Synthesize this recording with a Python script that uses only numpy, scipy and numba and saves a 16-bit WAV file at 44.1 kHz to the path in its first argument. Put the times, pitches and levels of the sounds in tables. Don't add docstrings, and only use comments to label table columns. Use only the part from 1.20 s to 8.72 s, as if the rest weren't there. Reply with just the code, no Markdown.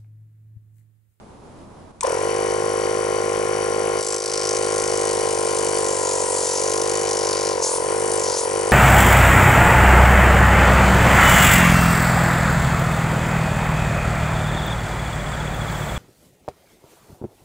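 import sys
import numpy as np
from scipy import signal
from scipy.fft import rfft, irfft
from scipy.io import wavfile
from scipy.ndimage import uniform_filter1d
from numba import njit

SR = 44100
rng = np.random.default_rng(int(sys.argv[2]) if len(sys.argv) > 2 else 0)


def amplitude_ratio(level_db):
    exponent = np.asarray(level_db, float) / 20
    return 10 ** exponent


def generate_wav(signal):
    frames = np.transpose(np.atleast_2d(signal))
    scaled = np.clip(frames, -1, 1) * 32767
    pcm = np.round(scaled).astype(np.int16)
    wavfile.write(sys.argv[1], SR, pcm)


N = 331632
TIME = np.arange(N) / SR
HZ = np.maximum(np.fft.rfftfreq(N, 1 / SR), 1)
ON_S = .808
START_ANGLE = -.51


def unit(x):
    return x / np.sqrt(np.mean(x ** 2))


def columns(table):
    s, *rest = np.transpose(table)
    return [np.interp(TIME, s, c) for c in rest]


def over_hz(points):
    f, v = np.transpose(points)
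    return np.interp(np.log(HZ), np.log(f), v)


def step(at_s, edge_s):
    return np.clip((TIME - at_s) / edge_s + 1, 0, 1)


def swell(at_s, length_s):
    return np.exp(-.5 * ((TIME - at_s) / length_s) ** 2)


def highpass(x, order, hz):
    return signal.sosfilt(signal.butter(order, hz, "high", fs=SR, output="sos"), x)


def noise(colour=None):
    x = rng.standard_normal(N)
    if colour is None:
        return x
    return unit(irfft(rfft(x) * amplitude_ratio(over_hz(colour)), N))


def walk(rate):
    k = int(SR / rate)
    held = np.repeat(rng.standard_normal(N // k + 1), k)
    return unit(uniform_filter1d(uniform_filter1d(held, k), k)[:N])


@njit
def svf(x, hz, width):
    y, band, low = np.empty(len(x)), 0., 0.
    for i in range(len(x)):
        g, k = np.tan(np.pi * hz[i] / SR), width / hz[i]
        v = (band + g * (x[i] - low)) / (1 + g * (g + k))
        band, low, y[i] = 2 * v - band, low + 2 * g * v, k * v
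    return y


def ring(x, modes, sign=-1):
    out = 0
    for k, (f, w, db) in enumerate(modes):
        out = out + sign ** k * amplitude_ratio(db) * signal.lfilter(*signal.iirpeak(f, f / w, SR), x)
    return out


def bump(turns, at, length, scatter_db):
    shifted = turns - at + .5
    size = amplitude_ratio(scatter_db * rng.standard_normal(500))[shifted.astype(int) % 500]
    return size * np.exp(-.5 * ((shifted % 1 - .5) / length) ** 2)


def strikes(turns, blows, scatter_db):
    out = 0
    for at, db in blows:
        edge = np.diff(np.floor(turns - at), prepend=np.floor(START_ANGLE - at))
        out = out + amplitude_ratio(db) * amplitude_ratio(scatter_db * walk(50)) * edge
    return out


# (frequency [Hz], level [dB per Hz])
YARD = [(25, -11), (60, -1.5), (110, -2), (250, -5), (1000, -12.5), (1720, -26.5), (3000, -32),
        (11000, -36.5)]


def yard(duck_db):
    mid, side = noise(YARD), noise(YARD)
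    side = 0.33 * side + highpass(side, 1, 300)
    level_db = -44 - 6.5 * step(.722, 0.011) + 1.1 * duck_db + .8 * walk(22)
    return amplitude_ratio(level_db) * (mid + 0.57 * side * np.array([[.8], [-1.2]]))


# (time [s], length [s], level [dB])
GUSTS = [
    (.37, 0.039, -54),
    (0.633, 0.055, -54),
]


def breeze():
    gusts = sum(amplitude_ratio(db) * swell(s, length) for s, length, db in GUSTS)
    low = [unit(ring(noise(), [(91, 25, 0), (266, 44, -6)], sign=1)) for _ in range(2)]
    return gusts * (low[0] + .4 * low[1] * np.array([[1], [-1]]))


# (time [s], depth [dB], release [s])
DUCKS = [
    (2.84, -7, 0.13),
    (2.999, -5.5, 0.21),
    (5.26, -1, 0.6),
    (6.46, -1, 0.05),
    (7.2, -1, 0.034),
]


def ducking():
    attack_s = 0.053
    return sum(db * step(s, attack_s) * np.exp(-np.maximum(TIME - s, 0) / release) for s, db, release in DUCKS)


# (frequency [Hz], level [dB])
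RIGHT_SHADOW = [(60, 2), (350, 3), (630, 0), (1130, -8), (2030, -20), (3640, -10), (6550, -4.5),
                (11800, -7)]
# (frequency [Hz], delay [ms])
RIGHT_LAG = [(60, 1), (450, 0.47), (1400, 0.21), (1900, 0.075), (11000, 0.0026)]


def ports(left, right, lag, shadow):
    delay = np.exp(-2j * np.pi * HZ * lag * over_hz(RIGHT_LAG) / 1000)
    right = irfft(rfft(right) * amplitude_ratio(shadow * over_hz(RIGHT_SHADOW)) * delay, N)
    direct = np.array([left, right])
    since, t60_s = TIME[:SR // 4], 0.19
    tail = rng.standard_normal((2, len(since))) * amplitude_ratio(-60 * since / t60_s) * (since > .004)
    tail = highpass(tail / np.linalg.norm(tail[0]), 2, 600)
    return direct + amplitude_ratio(-15) * signal.fftconvolve(direct, tail, axes=1)[:, :N]


# (time [s], peak level [dB])
SWITCH = [
    (0.8081, -10),
]
# (frequency [Hz], width [Hz], level [dB])
SWITCH_RING = [(970, 48, -1), (2300, 820, -7), (5200, 840, -6), (6150, 650, -2), (8150, 520, 2.5),
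               (10300, 1200, -15)]


def switch():
    at_s, peak_db = SWITCH[0]
    since = TIME - at_s
    burst = noise() * np.exp(-np.maximum(since, 0) / 0.0033) * step(at_s, 0.00058)
    snap = ring(burst, SWITCH_RING)
    return amplitude_ratio(peak_db) * snap / np.abs(snap).max()


# (frequency [Hz], level [dB per Hz])
JET_COLOUR = [(1470, -61), (2500, -10), (3100, -8.5), (3900, -5), (4700, 0.5), (9020, 2), (11000, -2),
              (14300, -102)]


def hose_air():
    return noise(JET_COLOUR)


def first_puffs(turns, slack):
    running_up = (TIME > ON_S) * (TIME < 1.1)
    return amplitude_ratio(-17) * slack * running_up * bump(turns, 0.94, 0.031, 1) * hose_air()


# (time [s], level [dB], whistle centre [Hz], body level [dB])
JET = [(2.74, -33, 6140, 7), (2.88, -23, 6950, -7), (2.99, -27.5, 6640, -5), (3.13, -27.5, 5200, -9),
       (3.36, -26.5, 5950, -5), (3.47, -29, 7100, 5), (3.72, -28, 6500, -2), (3.98, -28.5, 7600, 7),
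       (4.36, -27.5, 8300, -1.5), (4.95, -25, 7200, -5), (5.11, -24, 8550, -9), (5.27, -22.5, 6900, -2),
       (5.69, -28, 7000, 3), (6.03, -26, 5300, -3), (6.4, -27, 5270, -6), (6.56, -32, 9000, -6),
       (6.96, -26, 9100, -6.5), (7.06, -27.5, 5800, -3.5)]
# (time [s], extra level [dB])
SPITS = [
    (2.83, 3),
    (2.868, 1),
    (3.14, 6),
    (3.178, 5.5),
]
# (seal time [s], burst time [s], burst end [s], seal level [dB], burst level [dB])
SEALS = [
    (6.338, 6.42, 6.58, -7.5, 7.5),
    (7.03, 7.17, 7.25, 2.5, 6),
]


def jet(turns, slack):
    edge_s = 0.016
    level_db, whistle_hz, body_db = columns(JET)
    whistle_hz = whistle_hz + step(7.22, 0.073) * (8600 - whistle_hz)
    level_db = level_db - 3 * step(7.22, edge_s)
    level_db = level_db + sum(db * swell(s, .004) for s, db in SPITS)
    for seal, burst, end, seal_db, burst_db in SEALS:
        shut, free, done = (step(s + edge_s / 2, edge_s) for s in (seal, burst, end))
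        level_db = level_db + seal_db * (shut - free) + burst_db * (free - done)
    steady = np.clip(7.25 * slack, 0, 1)
    puffs = unit(bump(turns - .02, 0.94, 0.11, 1.5) + .5 * bump(turns - .02, 0.33, 0.1, 0.89))
    flow = steady + (1 - steady) * puffs
    centre_hz = np.clip(whistle_hz * (1 + 0.043 * walk(25)), 500, 15000)
    whistle = unit(svf(hose_air(), centre_hz, 2370.0))
    hiss = whistle * amplitude_ratio(0.5 * walk(18)) + amplitude_ratio(body_db) * hose_air()
    hiss = hiss / np.sqrt(1 + amplitude_ratio(2 * body_db))
    return amplitude_ratio(level_db) * np.clip((TIME - JET[0][0]) / 0.06, 0, 1) * flow * hiss


# (time [s], lower [Hz], upper [Hz], depth [0-1])
HANDS = [
    (2.8, 6800, 8600, 1),
    (3.1, 6760, 9700, 0.56),
    (3.35, 7000, 11200, 0.5),
    (3.9, 7300, 11200, 0.37),
    (4.4, 8200, 11800, 0.7),
]


def hands(x):
    lower_hz, upper_hz, depth = columns(HANDS)
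    for hz in (lower_hz, upper_hz):
        x = x - np.clip(depth, 0, 1) * svf(x, hz, 1000.0)
    return x


# (time [s], speed [turns per s])
SPEED = [(0.92, 51.4), (1.98, 51.77), (3.5, 51.85), (4.08, 50.77), (4.13, 49.92), (4.58, 50.65),
         (4.77, 48.32), (5.35, 47.09), (5.42, 49.34), (5.77, 51.28), (6.2, 49.68), (6.29, 50.44),
         (6.48, 42.17), (6.57, 45.65), (6.69, 50.41), (6.94, 50.92), (7.21, 45.37), (7.36, 50.69)]


def crank():
    loaded = uniform_filter1d(columns(SPEED)[0], int(.079 * SR))
    return loaded * np.tanh(np.maximum(TIME - .7803, 0) / .118)


# (multiple of the turn, level [dB])
SHAKE = [(1, 7), (2, 15), (3, 9.5), (4, 8), (5, -1), (6, -16)]


def shake(turns):
    return unit(sum(amplitude_ratio(db + .5 * walk(22)) * np.cos(2 * np.pi * k * (turns - .1)) for k, db in SHAKE))


# (frequency [Hz], level [dB per Hz])
BUFFET = [(60, -39), (130, 8), (260, 6), (500, -22), (2000, -50)]


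def buffet():
    return noise(BUFFET)


# (frequency [Hz], width [Hz], level [dB], crank angle [turns], length [turns])
RATTLE = [(1450, 400, -41, 0.85, 0.19), (2090, 580, -42.5, 0.27, 0.19), (3065, 100, -53, 0.63, 0.13),
          (4700, 150, -53, 0.35, 0.25), (5800, 170, -46, 0.69, 0.19), (5660, 740, -43, 0.89, 0.092),
          (7560, 1400, -47, 0.72, 0.087), (8120, 280, -47, 0.82, 0.1), (9530, 610, -44.5, 0.93, 0.19),
          (10830, 84, -49, 0.89, 0.026), (7000, 7800, -45.5, 0.48, 0.051)]


def rattle(turns):
    out = 0
    for f, w, db, at, length in RATTLE:
        same = np.interp(turns % 1, np.linspace(0, 1, 850), rng.standard_normal(850))
        clatter = (noise() + 1.1 * same) * (0.15 + bump(turns, at, length, 1.3))
        out = out + amplitude_ratio(db) * unit(ring(clatter, [(f, w, 0)]))
    return out


def far_side(turns):
    casing = [(f, w, db + 40) for f, w, db, *_ in RATTLE[:-1]]
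    return amplitude_ratio(-20) * unit(ring(noise() * (0.51 + bump(turns, 1.0, 0.2, 1.5)), casing))


# (frequency [Hz], width [Hz], level [dB])
PLATE = [(2990, 100, -1), (4530, 78, 4.5), (5850, 90, 4), (6360, 110, -13), (2350, 330, -1.5)]


def plate(turns):
    hits = strikes(turns + 0.0037 * walk(50), [(.27, 1)], scatter_db=3.0)
    return unit(ring(ring(hits, PLATE), [(f, 3 * w, 0) for f, w, _ in PLATE], sign=1))


# (frequency [Hz], width [Hz], level [dB])
HEAD = [(1520, 29, -9), (1636, 24, -9), (2302, 167, -10), (2980, 62, -11.5)]
# (frequency [Hz], width [Hz], level [dB])
BRACKET = [(1399.5, 13.6, 6.5), (1438, 31, -5), (1889, 37, -2)]


def knock(turns):
    hits = strikes(turns, [(.78, -1), (.9, 5.5), (.27, -9.5), (0.73, 5)], scatter_db=2.7)
    head = unit(ring(hits + 0.012 * noise() * bump(turns, 1.0, .15, 2.6), HEAD))
    bracket = unit(ring(strikes(turns, [(.72, 0)], scatter_db=1.0), BRACKET))
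    return head + amplitude_ratio(3.0) * bracket


# (frequency [Hz], width [Hz], level [dB])
SEAT = [(990, 80, -1.5), (1072, 118, -5.5), (911, 29, -8.5)]


def seat(turns, slack):
    blows = [(0.4312, -4), (0.049, -1.5), (0.1913, 3.5), (0.32, -7), (0.85, -3)]
    hits = strikes(turns, blows, scatter_db=1.5)
    since_top = TIME - np.interp(np.floor(turns + .6) - .6, turns, TIME)
    song = np.clip(slack, 0, .35) * bump(turns, 0.89, 0.05, 1) * np.sin(2 * np.pi * 995 * since_top)
    return unit(ring(hits + 0.0042 * noise(), SEAT)) + 14.4 * song


# (overtone, level [dB])
REED = [(1, 17), (2, 0.5), (3, -5.5), (4, -16), (5, -17.5)]
# (frequency [Hz], width [Hz], level [dB])
AIRBOX = [(352.5, 39, 4), (465, 37, -1.5), (537.6, 44, 1), (765, 56, 8), (990, 48, -24), (960, 35, 15)]
# (frequency [Hz], level [dB per Hz])
INTAKE_RUSH = [(100, -109), (300, -2), (480, 4), (1050, 4), (1400, -3.5), (3000, -18)]


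def reed(turns, slack):
    angle, turn = turns % 1, np.floor(turns)
    jitter = .004 * rng.standard_normal(500)[turn.astype(int) % 500]
    hz = 400 * (1 + 7.68 * np.minimum(angle, .6) ** 3 + 0.35 * slack) * (1 + jitter)
    cycles = np.cumsum(hz) / SR
    cycles -= np.interp(turn, turns, cycles)
    suction = np.clip(angle / 0.051, 0, 1) * np.clip((.5 - angle) / 0.14, 0, 1)
    suction = suction * (1 + 1.35 * angle) * (turns > 0)
    flutter = 0
    for k, db in REED:
        wave = np.sin(2 * np.pi * (k * cycles + 0.34 * k - 0.35 / k))
        flutter = flutter + amplitude_ratio(db) * suction ** (1 + 0.83 * k) * wave
    flutter = flutter * amplitude_ratio(0.5 * walk(40))
    rush = amplitude_ratio(-16) * (1.47 + suction) * noise(INTAKE_RUSH)
    return unit(highpass(flutter + ring(flutter, AIRBOX, sign=0.93), 3, 280)) + rush


def pump(turns, slack, labour, duck_db):
    run_up = slack - labour
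    seat_db = -8 + 35 * np.minimum(labour, .09) + 0.12 * duck_db + 5 * run_up + 10 * (1 - step(0.872, 0.048))
    shake_db = -19 - 34 * labour + 0.6 * duck_db - 15 * run_up
    valves = reed(turns, slack) + amplitude_ratio(seat_db) * seat(turns, slack)
    valves = valves + amplitude_ratio(-15.5 - 50 * labour) * knock(turns)
    valves = valves + amplitude_ratio(-16.5 - 27 * slack) * plate(turns)
    body = amplitude_ratio(shake_db) * (shake(turns) + amplitude_ratio(-9.5) * buffet()) + amplitude_ratio(25.5) * rattle(turns)
    return valves + body


def scene():
    speed, duck_db = crank(), ducking()
    turns = START_ANGLE + np.cumsum(speed * np.maximum(TIME > ON_S, 1e-9)) / SR
    slack = 1 - speed / 51.8
    labour = np.clip(slack, 0, .2) * (TIME > 1.1)
    pump_db = -23 - 19 * labour + duck_db - 11 * (1 - step(.85, 0.026))
    loud = np.clip((TIME - ON_S) / 0.027, 0, 1) * amplitude_ratio(pump_db)
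    machine = loud * pump(turns, slack, labour, duck_db) + first_puffs(turns, slack) + switch()
    uneven = loud * far_side(turns)
    air = hands(jet(turns, slack))
    near = ports(machine + uneven, machine - uneven, lag=0.79, shadow=0.68)
    return near + ports(air, air, lag=0.52, shadow=0.4) + yard(duck_db) + breeze()


def roll_off(x):
    return signal.sosfilt(signal.butter(12, 12380, fs=SR, output="sos"), x)


def record(dry):
    cut = signal.sosfilt(signal.ellip(10, .2, 70, 11080, fs=SR, output="sos"), dry)
    rounded = cut / (1 + np.abs(cut / .45) ** 6) ** (1 / 6)
    return roll_off(rounded)


dry = scene()
out = record(dry)
generate_wav(out)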